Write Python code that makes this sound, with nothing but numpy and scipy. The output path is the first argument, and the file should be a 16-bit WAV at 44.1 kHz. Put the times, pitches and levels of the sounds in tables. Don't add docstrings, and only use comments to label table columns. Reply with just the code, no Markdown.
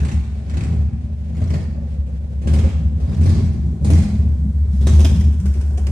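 import sys
import numpy as np
from scipy import signal
from scipy.fft import rfft, irfft, next_fast_len
from scipy.io import wavfile
from scipy.ndimage import uniform_filter1d

SR = 44100
rng = np.random.default_rng(int(sys.argv[2]) if len(sys.argv) > 2 else 0)


def wrap_up_sound(samples):
    columns = np.atleast_2d(samples).T
    tamed = np.clip(columns, -1, 1)
    steps = np.round(tamed * 32767).astype(np.int16)
    wavfile.write(sys.argv[1], SR, steps)


def invert_db(x):
    u = np.asarray(x, float) / 20
    return 10 ** u


N = 260631
T = np.arange(N) / SR
CLEAR_S = 4.7


def evened(x):
    return x / np.sqrt(np.mean(x ** 2) + 1e-20)


def levelled(x, span_s):
    return x / np.sqrt(uniform_filter1d(x ** 2, round(span_s * SR)).clip(1e-12))


def drift(span):
    return evened(uniform_filter1d(rng.standard_normal(N), span))


def read(points, hz):
    f, value = np.transpose(points)
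    return np.interp(np.log(hz + 1), np.log(f + 1), value)


def curves(rows):
    s, *columns = np.transpose(rows)
    return [np.interp(T, s, c) for c in columns]


def colour(x, points):
    size = next_fast_len(x.shape[-1])
    gain = invert_db(read(points, np.fft.rfftfreq(size, 1 / SR)))
    return irfft(rfft(x, size) * gain, size)[..., :x.shape[-1]]


def ring(x, modes):
    out = 0
    for hz, width, db in modes:
        pole = [1, -np.exp((2j * np.pi * hz - np.pi * width) / SR)]
        once = signal.lfilter([1], pole, x + 0j)
        out = out + invert_db(db) * evened(signal.lfilter([1], pole, once).real)
    return out


# pitch_hz, level_db [dB per Hz]
AIR_SPECTRUM = [(180, -27), (300, -2.5), (452, -7), (597, 0), (1250, -20.5), (1470, -13.5), (8190, -26),
                (11000, -32), (15000, -81.5)]


def air(mean_db=-55.5, swell_db=3.1):
    swell = drift(6000)
    return invert_db(mean_db + swell_db * swell) * evened(colour(rng.standard_normal((2, N)), AIR_SPECTRUM))


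# pitch_hz, level_db [dB per Hz]
CLATTER_SPECTRUM = [(700, -9.5), (1500, 8), (3000, -20), (8000, -1.5), (11000, -10), (15000, -22.5)]
# start_s, level_db
CLATTER_LEVEL = [(0, -85), (3.999, -64), (4.6, -64), (5.3, -59), (5.91, -57)]


def clatter(per_s=1500, spread_db=4):
    struck = rng.random((2, N)) < per_s / SR
    ticks = struck * rng.standard_normal((2, N))
    ticks = ticks * invert_db(spread_db * np.minimum(rng.exponential(1, (2, N)), 3))
    ticks = colour(ticks + 0.5 * ticks[::-1], CLATTER_SPECTRUM)
    return invert_db(curves(CLATTER_LEVEL)[0]) * evened(ticks)


# pitch_hz, t60_s
STREET_T60 = [(150, 1), (400, 0.51), (1000, 0.94), (2800, 0.81), (7300, 0.71), (14000, 0.32)]


def street(x, like_hz=700, shift_hz=1.3):
    taps = np.zeros((2, 2, SR))
    at = np.arange(200, SR - 20, 20) + rng.integers(0, 20, (2, 2, (SR - 201) // 20))
    np.put_along_axis(taps, at, rng.choice([-1., 1.], at.shape), 2)
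    hz, t, z = signal.stft(taps, SR, nperseg=512)
    same = 1 / (1 + (hz[:, None] / like_hz) ** 2)
    z[:, 1] = same * z[:, 0] + np.sqrt(1 - same ** 2) * z[:, 1]
    decay = invert_db(-60 * t / read(STREET_T60, hz)[:, None])
    tails = signal.istft(z * decay, SR, nperseg=512)[1]
    turn = 2 * np.pi * shift_hz * T
    fed = x * np.array([np.sin(turn), np.cos(turn)])
    return signal.fftconvolve(fed[:, None], tails / np.linalg.norm(tails[0, 0]), axes=2)[..., :N].sum(0)


# start_s, left_lag [samples, negative when the left microphone leads]
LEFT_LAG = [(0, 17), (3.6, 19.5), (4.0, 4.5), (5.91, -6.5)]


def microphones(x):
    return np.array([np.interp(T - curves(LEFT_LAG)[0] / SR, T, x), x])


# start_s, firings [count so far]
CRANK_COUNT = [(.0175, 0), (.088, 2), (.464, 12), (.609, 16), (1.329, 34), (1.505, 38), (1.959, 48),
               (2.42, 56), (2.642, 60), (3.075, 68), (3.259, 72), (3.902, 86), (3.982, 88), (4.813, 104),
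               (5.049, 108), (5.272, 112), (5.458, 115), (5.87, 120)]


def firing_times(short_gap=315 / 720):
    s, count = np.transpose(CRANK_COUNT)

    def angle(k):
        return k // 2 + k % 2 * short_gap
    return np.interp(angle(np.arange(count[-1] + 1)), angle(count), s)


def firings(uneven_db=3, jitter_s=0.001405):
    at = firing_times()
    chance = rng.standard_normal((len(at), 2))
    out = np.zeros(N)
    out[((at + jitter_s * chance[:, 0]) * SR).astype(int)] = invert_db(uneven_db * chance[:, 1])
    return np.convolve(out, np.hanning(40), "same")


# start_s, wide_open_s, shut_s, load_db, boom_pitch_hz
THROTTLE_BLIPS = [(-.1, -0.004, 0.074, -14.5, 75.37), (0.431, 0.616, 0.73, -22, 77.17),
                  (1.311, 1.459, 1.6, -23.5, 82.53), (2.424, 2.497, 2.594, -14.5, 75.5),
                  (3.019, 3.279, 3.38, -11.5, 88.36), (3.805, 3.903, 4.06, -11, 80.62),
                  (4.743, 4.916, 5.208, -11, 73.94)]


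def throttle(fade_s):
    opens, wide, shuts = np.transpose(THROTTLE_BLIPS)[:3, :, None]
    return ((T - opens) / (wide - opens)).clip(0, 1) * np.exp(-(T - shuts).clip(0) / fade_s)


def load(idle_db, full_db, share, fade_s):
    return invert_db(idle_db) + invert_db(full_db + share * np.transpose(THROTTLE_BLIPS)[3]) @ throttle(fade_s)


UPPER_SHARE, UPPER_FADE_S = 0.72, 0.084
CRACK_SHARE = 0.71

RASP_BLIPS = [4.5, -4.5, 5, 2.5, 2.5, 1, -2]


def rasp(per_s=99, spread_db=5, puff_s=0.0091, patchy_db=5, full_db=-41.5, fade_s=0.11):
    kicks = (rng.random(N) < per_s / SR) * invert_db(spread_db * np.minimum(rng.exponential(1, N), 3))
    gate = .4 + evened(signal.lfilter([1], [1, -np.exp(-1 / (puff_s * SR))], kicks))
    gas = rng.standard_normal((3, N))
    gas = gate * (gas[0] + gas[1:])
    gas = np.where(T > CLEAR_S, evened(colour(gas, OPEN_SPECTRUM)), evened(colour(gas, FENCE_SPECTRUM)))
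    z = signal.stft(gas, nperseg=512, noverlap=384)[2]
    patches = uniform_filter1d(rng.standard_normal(z.shape[1:]), size=5, axis=0)
    patches = evened(uniform_filter1d(patches, size=7, axis=1))
    gas = signal.istft(z * invert_db(patchy_db * patches), nperseg=512, noverlap=384)[1]
    return load(-79.5, full_db + np.array(RASP_BLIPS), CRACK_SHARE, fade_s) * evened(gas[:, :N])


# start_s, pitch_hz, idle_level_db
MIDDLE = [(.95, 766, -59), (1.1, 545, -55), (1.8, 535, -49), (2.6, 524, -52.5), (3.1, 543, -51.5),
          (3.2, 333, -46), (3.79, 327, -42.5), (3.85, 736, -59), (4.1, 708, -79), (4.3, 542, -57),
          (4.75, 375, -59), (5.2, 375, -53), (5.91, 385, -47)]
MIDDLE_WIDTH_HZ = 79


def mid_ring(fired, blow_s=0.034, waver=0.062, full_db=-41.5):
    hz, idle_db = curves(MIDDLE)
    hz = hz * (1 + waver * drift(2000))
    gust = signal.lfilter([1], [1, -np.exp(-1 / (blow_s * SR))], fired) * rng.standard_normal(N)
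    turn = np.exp(2j * np.pi * np.cumsum(hz) / SR)
    pole = [1, -np.exp(-np.pi * MIDDLE_WIDTH_HZ / SR)]
    smooth = signal.lfilter([1], pole, signal.lfilter([1], pole, gust / turn))
    tones = levelled((turn * smooth).real, 0.28)
    return load(idle_db, full_db, UPPER_SHARE, UPPER_FADE_S) * microphones(tones)


# centre_s, half_length_s, level_db
BASS_THROBS = [(0.103, 0.032, -20), (0.174, 0.045, 3.5), (0.248, 0.021, -10), (0.44, 0.02, -8.5),
               (0.84, 0.07, 5), (1.523, 0.023, 4.5), (1.988, 0.016, 8.5), (2.652, 0.022, 7.5),
               (2.692, 0.014, -16), (2.86, 0.011, 6), (3.149, 0.03, -15), (3.769, 0.03, -17),
               (4.082, 0.071, -21), (4.367, 0.033, -10), (4.97, 0.041, 4), (5.495, .025, 5.5),
               (5.577, .025, 5.5)]
# centre_s, level_db
BASS_BREAKS = [(0.051, -10), (.5, -7), (0.607, -14), (.648, -8), (0.906, -23), (1.028, -3), (1.072, -6),
               (1.178, -4), (1.236, 0), (1.625, -12), (1.74, -3.5), (1.882, -11), (1.972, -6), (2.265, -18),
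               (2.616, -26), (2.713, -11), (2.985, -13), (3.066, -10), (3.348, -14), (3.408, -30),
               (3.54, -13), (4.28, -5), (4.525, -12.5), (4.665, -11.5), (5.049, -3.5), (5.096, -11),
               (5.152, -10), (5.219, -15), (5.418, -21), (5.53, -6), (5.62, -14), (5.788, -9.5)]


def throbs(break_s=0.011):
    slow = sum(db * np.exp(-((T - s) / length_s) ** 2) for s, length_s, db in BASS_THROBS)
    at, db = np.transpose(BASS_BREAKS)
    marks = np.zeros(N)
    marks[(at * SR).astype(int)] = db
    dip = np.exp(-(np.arange(-2000, 2001) / SR / break_s) ** 2)
    return slow + signal.oaconvolve(marks, dip, "same")


# start_s, boom_level_db, boom_pitch_hz, thud_level_db, upper_thud_level_db
IDLING = [(0, -24, 65.12, -34.5, -50), (1, -24.5, 74.07, -26.5, -49.5), (2.2, -23, 69.62, -29.5, -53.5),
          (2.9, -19, 71.8, -24, -47), (3.65, -20.5, 69.85, -23, -44.5), (4.3, -15, 69.42, -20.5, -44),
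          (4.65, -15, 71.05, -27.5, -51), (5.4, -19, 73.6, -36, -49.5), (5.91, -14.5, 71.16, -24.5, -40)]
# pitch_hz, width_hz [of each of two passes], level_db [relative]
LOW_PIPE_MODES = [(110, 83, 6), (159.5, 78, 4), (205, 36.3, -2), (239.8, 16.3, -8), (304, 74, -19.5)]
HIGH_PIPE_MODES = [(371.6, 240, 9.5), (510, 180, 0.5), (641, 17.6, -7), (776.6, 60, -5), (1034, 300, -7)]
BARK = [1, 7, 7, 6, 1.5, -3.5, -2.5]


def thuds(fired):
    low_db, upper_db = curves(IDLING)[2:]
    low_gain = load(low_db, -10, 0.61, 0.14) * invert_db(0.29 * throbs())
    upper_gain = load(upper_db, -31 + np.array(BARK), UPPER_SHARE, UPPER_FADE_S)
    out = 0
    for modes, push, gain, wet_db in ((LOW_PIPE_MODES, 260, low_gain, 1.5),
                                      (HIGH_PIPE_MODES, 50, upper_gain, 12)):
        direct = ring(np.convolve(fired, np.hanning(push), "same"), modes)
        both = microphones(direct) + invert_db(wet_db) * street(direct)
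        power = uniform_filter1d((both ** 2).mean(0), round(.15 * SR))
        out = out + gain * both / np.sqrt(power.clip(1e-12))
    return out


# centre_s, half_length_s, pitch_hz, level_db
PIPE_HOOTS = [(3.928, 0.033, 304.5, -20), (4.029, 0.17, 203, -18.5), (4.462, 0.039, 205, -22),
              (4.746, 0.018, 201.6, -18.5), (5.195, 0.05, 199.9, -18.5), (5.451, 0.0554, 196.8, -20.5),
              (2.646, 0.015, 540, -25.5), (3.297, 0.018, 333.4, -25.5), (3.397, 0.018, 390, -29),
              (5.051, 0.008, 670.4, -26), (5.052, 0.013, 277, -18), (5.783, 0.013, 735, -37.5)]


def hoots():
    out = np.zeros(N)
    for s, length_s, hz, db in PIPE_HOOTS:
        u = (T - s) / length_s
        slide = hz * (1 - 0.5 * np.exp(-3.5 * (u + 1).clip(0)))
        out += invert_db(db) * np.exp(-u ** 2) * np.sin(2 * np.pi * np.cumsum(slide) / SR)
    return out


def boom(fired, waver_hz=1.8, full_db=-3.5, fade_s=0.14, pitch_sag_s=0.12):
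    idle_db, idle_hz = curves(IDLING)[:2]
    pull = np.transpose(THROTTLE_BLIPS)[4, :, None] - idle_hz
    hz = idle_hz + (pull * throttle(pitch_sag_s)).sum(0)
    hz = hz + waver_hz * drift(4000)
    tone = np.sqrt(2) * np.sin(2 * np.pi * np.cumsum(hz) / SR)
    kicks = levelled(ring(fired, [(75.5, 36.0, 0)]), 0.24) * invert_db(-13)
    kicks = (1 - 0.64 * throttle(fade_s).max(0)) * kicks
    gain = load(idle_db, full_db, 1, fade_s) * invert_db(throbs())
    return microphones(gain * (tone + kicks) + hoots())


# start_s, level_db [before cracks() takes off 5 dB]
IDLE_CRACKLE = [(0, -44), (2.3, -64), (3.5, -50.5), (4.4, -58.5), (5.25, -40.5), (5.91, -42.5)]


def plain_cracks(uneven_db=3):
    s = firing_times()
    levels = []
    for idle_db, full_db in ((curves(IDLE_CRACKLE)[0], -34.5), (-63, -35)):
        gain = load(idle_db, full_db, CRACK_SHARE, 0.04)
        levels.append(20 * np.log10(gain[(s * SR).astype(int)]))
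    rows = np.c_[s, np.transpose(levels) + uneven_db * rng.standard_normal((len(s), 2))]
    return rows[abs(s[:, None] - np.transpose(LOUD_CRACKS)[0]).min(1) > .018]


# start_s, pitch_hz, level_db
TREBLE_BITE = [(.05, 2580, 2.5), (1.5, 2680, 2), (2.55, 2780, 4), (3.2, 4570, 0), (3.3, 5500, 6),
               (3.95, 5900, -1.5), (4.87, 3510, 6.5), (5.05, 3410, 5), (5.8, 2800, 0)]
# start_s, tilt_db [per octave]
BRIGHTNESS = [(0, -1), (2.5, 0), (4, 2), (4.7, 0.5), (5.91, -2)]


def blast_tint(s):
    chance = rng.random(18)
    hz = np.geomspace(1000, 12000, len(chance))
    start_s, *columns = np.transpose(TREBLE_BITE)
    bite_hz, bite_db = (np.interp(s, start_s, c) for c in columns)
    bite = bite_db * np.exp(-(np.log2(hz / bite_hz) / 0.24) ** 2)
    tilt = np.interp(s, *np.transpose(BRIGHTNESS)) * np.log2(hz / 3000)
    return np.c_[hz, 8 * (chance - .5) + bite + tilt]


# start_s, crack_level_db [before 5 dB is taken off], pop_level_db [peak]
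LOUD_CRACKS = [(.003, -30, -33), (.05, -26, -41), (0.087, -30, -33), (0.116, -28.5, -33),
               (0.4988, -32, -55), (.5403, -31.5, -31.5), (0.5708, -27.5, -27.5), (0.609, -29, -39),
               (0.6378, -30, -41.5), (1.37, -36.5, -33), (1.418, -34.5, -24), (1.5045, -31.5, -30.5),
               (1.5395, -27.5, -22.5), (1.7494, -61, -33.5), (1.8594, -55, -36.5), (1.9564, -51, -37.5),
               (2.0684, -48.5, -38.5), (2.208, -56, -40.5), (2.4186, -39, -30), (2.4745, -25.5, -17),
               (2.536, -24, -21.5), (2.589, -27, -31.5), (2.6414, -29.5, -19.5), (2.6889, -34.5, -40),
               (3.0024, -42.5, -31.5), (3.0742, -49, -34), (3.167, -39.5, -35), (3.212, -34, -41),
               (3.259, -28, -19.5), (3.295, -27.5, -38), (3.3477, -33.5, -42), (3.8482, -26.5, -20),
               (3.9039, -23, -16.5), (3.9344, -25.5, -22.5), (4.7305, -45.5, -60), (3.9816, -30, -34),
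               (4.812, -36.5, -32.5), (4.8713, -19.5, -16), (4.9378, -27.5, -32), (4.9925, -24.5, -17),
               (5.006, -24.5, -23.5), (5.0484, -16.5, -23.5), (5.1606, -32, -52), (5.458, -31, -28),
               (5.539, -36, -49.5), (5.6122, -36, -57), (5.7766, -30.5, -32.5), (5.8701, -27.5, -33)]
# pitch_hz, level_db [dB per Hz]
FENCE_SPECTRUM = [(530, -15), (900, -4), (1640, -2.5), (2230, -1.5), (2790, -7), (3400, -6.5), (8630, -12),
                  (13800, -32), (15000, -47.5)]
# pitch_hz, level_db [dB per Hz]
OPEN_SPECTRUM = [(530, -37), (900, -2), (1240, -7), (2600, -5.5), (4400, -10.5), (5300, -3.5), (6200, -5),
                 (7000, -7.5), (9480, -9.5), (15000, -26)]
# start_s, level_db [added to the send]
ECHO_LEVEL = [(0, -3), (2.5, 0), (4, 2), (4.9, 3.5), (5.2, -8.5), (5.45, -3), (5.91, -9)]


def cracks(echo_db=-11.5, echo_per_db=-0.27, mid_pop_db=-3):
    size = 6000
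    direct, send, t = np.zeros((2, N + size)), np.zeros(N + size), np.arange(size) / SR
    for s, db, pop_db in np.r_[LOUD_CRACKS, plain_cracks()]:
        clear = int(s > CLEAR_S)
        tail = invert_db(-5.5) * np.exp(-t / (.025, .022)[clear])
        shape = (1 - np.exp(-t / 0.0034)) * (np.exp(-t / 0.0052) + tail)
        puff = rng.standard_normal((3, size))
        grains_db = 2.5 * rng.exponential(1, 150).clip(0, 3)
        puff = puff * invert_db(np.repeat(grains_db, 40))
        gas = colour(puff[0] + 0.96 * puff[1:], (FENCE_SPECTRUM, OPEN_SPECTRUM)[clear])
        pair = shape * evened(colour(gas, blast_tint(s))) * invert_db(db - 5.0)
        middle = (np.interp(s, *np.transpose(MIDDLE)[:2]), MIDDLE_WIDTH_HZ, mid_pop_db)
        pop = ring(puff[0] * np.exp(-t / 0.0035), HIGH_PIPE_MODES + [middle])
        pair = pair + invert_db(pop_db) * pop / abs(pop).max()
        pair[0] = np.roll(pair[0], round(np.interp(s, *np.transpose(LEFT_LAG))))
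        at = round((s - .003) * SR)
        direct[:, at:at + size] += pair
        wet_db = echo_db + echo_per_db * max(db, -40) + np.interp(s, *np.transpose(ECHO_LEVEL))
        send[at:at + size] += pair[1] * invert_db(wet_db)
    return direct[:, :N] + invert_db(2.5) * street(send[:N])


def scene():
    fired = firings()
    bass = invert_db(np.array([[.35], [-.35]])) * (boom(fired) + thuds(fired) + mid_ring(fired))
    treble = invert_db(np.array([[-.7], [.7]])) * (cracks() + rasp())
    return bass + treble + air() + clatter()


def low_pass(x):
    return signal.sosfilt(signal.butter(12, 15570, fs=SR, output="sos"), x)


def record(dry):
    cut_hz, top = 52, .8
    lean = signal.sosfilt(signal.butter(5, cut_hz, "high", fs=SR, output="sos"), dry)
    lean = lean / (1 + abs(lean / top) ** 4) ** .25
    return low_pass(lean)


dry = scene()
out = record(dry)
wrap_up_sound(out)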